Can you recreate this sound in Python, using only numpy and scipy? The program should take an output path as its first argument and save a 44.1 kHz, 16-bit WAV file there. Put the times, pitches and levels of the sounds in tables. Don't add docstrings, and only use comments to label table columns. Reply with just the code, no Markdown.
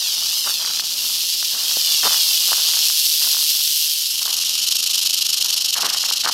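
import sys
import numpy as np
from scipy import signal
from scipy.fft import rfft, irfft, next_fast_len
from scipy.io import wavfile
from scipy.ndimage import map_coordinates

SR = 44100
rng = np.random.default_rng(int(sys.argv[2]) if len(sys.argv) > 2 else 0)


def ratio(d):
    e = np.asarray(d, float) / 20
    return 10 ** e


def wav_record(signal):
    frames = np.transpose(np.atleast_2d(signal))
    bounded = np.clip(frames, -1, 1)
    quanta = np.round(bounded * 32767).astype(np.int16)
    wavfile.write(sys.argv[1], SR, quanta)


N = 279153


def unit(x):
    return x / np.sqrt(np.mean(x ** 2) + 1e-20)


def curves(rows):
    s, *cols = np.transpose(rows)
    return [np.interp(np.arange(N) / SR, s, c) for c in cols]


def wobble(rate_hz):
    knots = rng.standard_normal(int(N * rate_hz / SR) + 4)
    return map_coordinates(knots, [np.arange(N) * rate_hz / SR])


def coloured(x, points):
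    m = next_fast_len(N + 8192)
    hz, db = np.transpose(points)
    log_hz = np.log(np.fft.rfftfreq(m, 1 / SR) + 1)
    gain = ratio(np.interp(log_hz, np.log(hz + 1), db))
    return irfft(rfft(x, m) * unit(gain), m)[:N]


def clicks(density_hz, scatter_db, build_ms, bed):
    hit = rng.random(N) < density_hz / SR
    power = hit * ratio(2 * scatter_db * rng.standard_normal(N))
    pole = np.exp(-1000 / (build_ms * SR))
    power = signal.lfilter([1], [1, -pole], power[::-1])[::-1]
    power = bed + power / np.mean(power)
    return np.sqrt(power / np.mean(power)) * rng.standard_normal(N)


def shell(strikes, body_gain, body, sheen_gain, sheen):
    return coloured(body_gain * strikes, body) + coloured(sheen_gain * strikes, sheen)


# (time [s], level [dB], sheen over body [dB])
BUZZ = [(0, -22.5, -6.5), (.2, -24, -6.5), (.5, -23, -4.5), (.6, -25, -7), (.75, -23.5, -7.5),
        (.95, -25, -5.5), (1.1, -23, -4.5), (1.4, -22.5, -6), (1.6, -24, -5.5), (1.7, -22, -5),
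        (1.95, -19.5, -6), (2.15, -20, -4), (2.8, -19.5, -6), (2.92, -20, -3.5), (3.5, -21, -3.5),
        (3.9, -22, -3)]
# (time [s], rate [Hz], beat depth [0-1])
STRIKES = [(0, 165, 0.2), (.65, 162, 0.42), (1.2, 169, 0.32), (1.55, 157, 0.44), (1.8, 160, 0.33),
           (2.05, 157, 0.44), (2.5, 163, 0.23), (2.9, 157, 0.5), (3.4, 153, 0.5), (4.4, 154, 0.47)]
# (time [s], extra path [ms], strength [0-1])
ECHO = [(0, .96, .7), (.05, 1.12, .6), (.1, 1.25, .45), (.18, 1.37, .3), (.27, 1.25, .35), (.35, .97, .45),
        (.4, .947, .65), (.6, 1.2, .5), (.7, 1.253, .45), (.78, 1.2, .3), (.85, 1.05, .03), (1.4, 1.84, .1),
        (1.5, 2.19, .25), (1.6, 1.68, .3), (1.7, 1.5, .2), (1.9, 1.689, .55), (2.3, 2.194, .55),
        (2.5, 2.585, .02)]
# (time [s], length [ms], dip [dB])
FALTERS = [
    (.783, 10, -3),
    (.826, 26, -5),
    (1.36, 20, -4),
]
# (frequency [Hz], density [dB per Hz])
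BODY_FAR = [(410, -47), (700, -40), (728, -59), (908, -32), (1330, -31), (1750, -25), (2180, -21.5),
            (2860, -3.5), (3300, -1.5), (3850, -2.5), (4320, 1), (5290, 1), (7000, -7), (9100, -36),
            (15400, -120)]
# (frequency [Hz], density [dB per Hz])
SHEEN_FAR = [(5500, -65), (6800, -24), (7600, -2.5), (8600, 0.5), (9800, -2.5), (10800, 3.5), (12000, 1.5),
             (13600, 4), (14400, -5), (15800, -7.5)]


def buzz():
    dissolve_s, dissolve_length_s, first_view_db = 3.746, 0.7, 2
    top_edge_hz, top_opens_db_per_db, neutral_sheen_db = 10700, 0.52, -4
    ground_share = 1.2
    t = np.arange(N) / SR
    level_db, sheen_db = curves(BUZZ)
    strikes_hz, depth = curves(STRIKES)
    phase = 2 * np.pi * np.cumsum(strikes_hz + 3 * wobble(29.87)) / SR
    body = 1 + np.clip(depth, 0, 1) * np.cos(phase) + 0.03 * np.cos(phase / 2)
    ramp = -sum(share * np.sin(k * (phase - 2.6)) for k, share in [(1, .9), (2, .4), (3, .15)])
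    tip = 1 + np.clip(1.25 * depth, 0, 1) * ramp
    strikes = clicks(3000, scatter_db=-4.0, build_ms=0.35, bed=1.0)
    for s, ms, dip_db in FALTERS:
        level_db = level_db + dip_db * np.exp(-((t - s) * 2000 / ms) ** 4)
    fade = np.clip(1 - (t - dissolve_s) / dissolve_length_s, 0, 1)
    gain = fade * ratio(level_db + first_view_db + 0.68 * wobble(39.92))
    sheen_gain = ratio(sheen_db) * np.sqrt(np.abs(tip))
    direct = gain * shell(strikes, np.sqrt(np.abs(body)), BODY_FAR, sheen_gain, SHEEN_FAR)
    high_pass = signal.butter(4, top_edge_hz, 'high', fs=SR, output='sos')
    top = signal.sosfiltfilt(high_pass, direct)
    direct = direct + (ratio(top_opens_db_per_db * (sheen_db - neutral_sheen_db)) - 1) * top
    path_ms, strength = curves(ECHO)
    dull = signal.lfilter([.55], [1, -.45], direct)
    echo = map_coordinates(dull, [np.arange(N) - path_ms * SR / 1000], order=3)
    return (direct + ground_share * strength * echo) / np.sqrt(1 + strength ** 2)


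# (time [s], level [dB])
FLOOR = [(0, -58), (.63, -54), (1.99, -55), (2.5, -60), (3.97, -65), (4.34, -55.5), (6.33, -56.5)]
# (frequency [Hz], density [dB per Hz])
AIR = [(12, -38), (20, 10), (120, 9.5), (175, -16), (238, -18), (301, -25), (354, 8.5), (401, -15),
       (642, -32.5), (1500, -4), (1950, -32), (3300, -120)]
# (frequency [Hz], level over background [dB])
HUM = [(59.2, -7.5), (236.9, -5.5), (296.1, -15), (355.3, -8.5), (473, -26), (590, -8)]


def background():
    t = np.arange(N) / SR
    hum = np.zeros(N)
    for hz, db in HUM:
        line_gain = ratio(db + 2 * wobble(6))
        hum += line_gain * np.sin(2 * np.pi * hz * t + .5 * wobble(8))
    air = ratio(1.5 * wobble(8)) * coloured(rng.standard_normal(N), AIR)
    return ratio(curves(FLOOR)[0]) * (hum + ratio(-9.5) * air)


# (start [s], rise [ms], fade [ms], level [dB], low weight over scuff [dB])
SCUFFS = [(0.454, 13, 29, -30.5, -23), (.58, 51, 130, -43, -26), (1.0, 60, 98, -54, -24),
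          (1.5, 31, 90, -48, -16), (2.029, 33, 15.5, -21.5, -13), (2.09, 36, 35, -34.5, -43),
          (2.48, 33, 120, -42, -29), (2.7, 18, 46, -49, -28), (3.189, 44, 47, -39.5, -16),
          (3.32, 22, 84, -46, -32), (3.54, 12, 60, -53, -23), (4.21, 89, 60, -39, -22),
          (4.78, 46, 110, -65, -20), (5.08, 24, 36, -69, -23), (5.42, 43, 110, -48, -27),
          (5.753, 11, 85, -33, -25), (5.82, 19.2, 45, -28.5, -16), (5.88, 29, 60, -44, -32),
          (6.03, 83, 30, -39, -28), (6.233, 42, 36, -25.5, -22)]
# (time [s], peak [dB])
TICKS = [(0.447, -31), (0.506, -28), (0.71, -29), (0.736, -30), (1.102, -33), (1.578, -31), (1.612, -32),
         (1.772, -31), (2.097, -24), (2.131, -24), (2.489, -30), (2.77, -29), (3.217, -31), (3.247, -31),
         (3.55, -36), (3.605, -37), (4.223, -33), (4.259, -30), (4.437, -33), (5.453, -34), (5.757, -26),
         (5.858, -23), (5.888, -27), (5.909, -26), (6.091, -27), (6.236, -27), (6.297, -19)]


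def twigs():
    over_scuff_db, scatter_db, centre_hz = 3, 2.5, 1250
    start, rise_ms, fade_ms, db, _ = np.repeat(SCUFFS, 3, axis=0).T
    when = rng.random(len(start))
    s = np.minimum(start + when * (rise_ms + fade_ms) / 1000, N / SR - .01)
    db = db + over_scuff_db + scatter_db * rng.standard_normal(len(s))
    s, db = np.hstack([[s, db], np.transpose(TICKS)])
    hz = centre_hz * ratio(1.6 * rng.standard_normal(len(s)))
    return list(zip(s, db, hz))


# (time [s], stirring [dB])
RUSTLE = [(0.0, -42), (0.74, -46.5), (1.36, -51), (1.69, -41.5), (2.54, -42.5), (3.89, -64), (4.3, -54),
          (5.57, -50), (5.99, -46.5), (6.33, -58)]
# (time [s], peak [dB], centre [Hz])
SNAPS = [(0.476, -24, 1060), (0.496, -28, 1050), (0.648, -26, 1270), (0.676, -27, 1330), (0.797, -21, 1430),
         (1.428, -24, 1320), (1.714, -27, 1240), (1.771, -25, 520), (2.033, -22, 1340), (2.056, -16, 990),
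         (2.07, -14, 910), (2.077, -15, 990), (2.108, -22, 1090), (2.144, -20, 1320), (2.52, -20, 830),
         (2.531, -14, 1180), (2.582, -26, 980), (2.737, -26, 1400), (2.901, -26, 1310), (3.347, -28, 1030),
         (3.369, -28, 1180), (4.278, -26, 1160), (5.765, -23, 1330), (5.846, -21, 1210), (5.947, -23, 1260),
         (6.04, -20, 1370), (6.112, -22, 980), (6.263, -13, 1140), (6.274, -14, 1110), (6.288, -16, 1170)]
# (frequency [Hz], density [dB per Hz])
GRIT = [(250, -32), (460, -14), (640, -5), (850, -1), (1340, 0), (1900, -6), (2600, -10), (5000, -24),
        (12000, -50)]
# (frequency [Hz], density [dB per Hz])
WEIGHT = [(60, -51), (130, 6.5), (250, 5.5), (450, 5.5), (700, -9), (1200, -55)]


def feet():
    rustle_db, weight_db, weight_follows = -3.5, -64.5, 0.22
    stir_db, = curves(RUSTLE)
    grit = ratio(stir_db + rustle_db)
    ducking_db = curves(FLOOR)[0] - FLOOR[0][1]
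    weight = ratio(weight_db + weight_follows * (stir_db - stir_db.mean()) + ducking_db)
    for s, rise_ms, fade_ms, db, low_db in SCUFFS:
        since_ms = 1000 * (np.arange(N) / SR - s)
        fade = np.exp(-np.clip(since_ms - rise_ms, 0, None) / fade_ms)
        push = ratio(db) * np.clip(since_ms / rise_ms, 0, 1) * fade
        grit = grit + push
        weight = weight + ratio(low_db) * push
    grains = clicks(450 * ratio(3 * wobble(25)), scatter_db=3.3, build_ms=1.0, bed=.25)
    out = coloured(grit * grains, GRIT) + coloured(weight * grains, WEIGHT)
    t = np.arange(-200, 200) / SR
    for s, db, hz in [*SNAPS, *twigs()]:
        snap = np.sin(2 * np.pi * 1.1 * hz * t + 2.9) * np.exp(-(t * hz / .56) ** 2)
        out[round(s * SR) - 200:][:len(t)] += ratio(db + 5) * snap
    return out


# (time [s], swing [dB], chatter between swings [dB])
SLOW = [(4, -24.5, -27.5), (4.3, -19, -29), (4.5, -20.5, -20), (4.7, -16, -27), (5, -16.8, -25.5),
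        (5.3, -16, -30), (5.55, -17, -26.5), (5.8, -18, -30), (6.05, -18, -26.5), (6.33, -17.5, -35.5)]
# (time [s], swings [Hz])
PACE = [(4.0, 19.1), (4.2, 27.96), (4.35, 24.73), (4.45, 23.58), (4.55, 23.8), (4.65, 21.25), (4.75, 26.73),
        (5.0, 25.92), (5.3, 25.41), (5.6, 25.0), (5.9, 24.85), (6.33, 26.85)]
# (time [s], extra length [ms])
DRAGS = [
    (4.3, 13),
    (4.335, 4.6),
    (4.375, 7.5),
    (4.425, 13),
    (4.59, 7.7),
    (4.63, 13),
    (5.46, 5.6),
    (5.495, 9),
    (6.015, 16),
    (6.17, 3.4),
]


def swings():
    swing_ms, scatter_ms, lead_ms, scatter_db = 20.5, 2, -.5, .7
    drag_db_per_ms = 0.18
    start_turns = .67
    t = np.arange(N) / SR
    turns = start_turns + np.cumsum(curves(PACE)[0] * (t >= PACE[0][0])) / SR
    beats = np.interp(np.arange(1, turns[-1]), turns, t)
    chance = rng.standard_normal((len(beats), 3))
    extra_ms = np.zeros(len(beats))
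    for s, ms in DRAGS:
        extra_ms[np.argmin(np.abs(beats - s))] = ms
    ms = np.clip(swing_ms + extra_ms + scatter_ms * chance[:, 0], 8, 45)
    db = np.interp(beats * SR, np.arange(N), curves(SLOW)[0])
    db = db + scatter_db * chance[:, 1] - drag_db_per_ms * extra_ms
    start_s = beats - (ms / 2 + lead_ms + .8 * chance[:, 2]) / 1000
    return zip(start_s, ms, db)


# (frequency [Hz], density [dB per Hz])
BODY_NEAR = [(410, -42), (700, -31), (1110, -24.5), (1270, -22.5), (1570, -26.5), (2160, -23.5), (2800, -3),
             (3060, 0.5), (3500, -4.5), (4240, 1.5), (4850, -1), (5340, 2), (7000, -10.5), (9100, -21.5),
             (15400, -120)]
# (frequency [Hz], density [dB per Hz])
SHEEN_NEAR = [(5500, -33), (6800, 5), (7400, -6.5), (8200, 2), (8800, -1.5), (10900, 5), (13300, 2),
              (14200, 0), (15800, -16)]


def slow_rattle():
    rise_ms, stop_ms, settle_ms, settle_db = 9, .6, 10, -8
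    hush_lead_ms, hush_half_width_ms, hush_share = 7, 4, .55
    sheen_start_db, dulling_db_per_s, chatter_sheen = -5, 2, .5
    t = np.arange(N) / SR
    chatter_db = curves(SLOW)[1]
    sheen_db = sheen_start_db - dulling_db_per_s * (t - 4)
    swing = np.zeros(N)
    chatter = ratio(2 * chatter_db + 0.64 * wobble(54)) * (t > 3.8)
    for s, ms, db in swings():
        near = slice(round((s - .02) * SR), round((s + .12) * SR))
        since_ms = 1000 * (t[near] - s)
        after_ms = np.clip(since_ms - ms + 1.2, 0, None)
        rise = np.clip(since_ms / rise_ms + .5, 0, 1)
        ends = 1 + .25 * np.cos(2 * np.pi * (since_ms * 1.6 / ms - 1.25)) + .3 * (since_ms / ms - .5)
        stop = np.exp(-after_ms / stop_ms)
        swing[near] += ratio(2 * (db - 1.6)) * rise * stop * np.clip(ends, 0, 2)
        hush = np.exp(-((since_ms + hush_lead_ms) / hush_half_width_ms) ** 2)
        chatter[near] *= 1 - hush_share * rng.random() ** .5 * hush
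        chatter[near] += ratio(2 * (db + settle_db)) * (after_ms > 0) * np.exp(-after_ms / settle_ms)
    flutter_hz = 72 + 2.4 * t + 2 * wobble(10)
    flutter = 1 + .32 * np.cos(2 * np.pi * np.cumsum(flutter_hz) / SR)
    strikes = clicks(2700, scatter_db=2.1, build_ms=.4, bed=.5) * np.sqrt(np.abs(flutter))
    sheen_gain = ratio(sheen_db) * np.sqrt(swing + chatter_sheen * chatter)
    return shell(strikes, np.sqrt(swing + chatter), BODY_NEAR, sheen_gain, SHEEN_NEAR)


def scene():
    return (buzz() + slow_rattle() + feet() + background())[None]


def band_limit(x):
    return signal.sosfilt(signal.butter(12, 16320, fs=SR, output="sos"), x)


def record(dry):
    top_hz = 15830
    soft = dry / (1 + np.abs(dry / .75) ** 4) ** (1 / 4)
    m = next_fast_len(N + 8192)
    passed = np.fft.rfftfreq(m, 1 / SR) < top_hz
    band = irfft(rfft(soft, m) * passed, m)[..., :N]
    return band_limit(band)


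dry = scene()
out = record(dry)
wav_record(out)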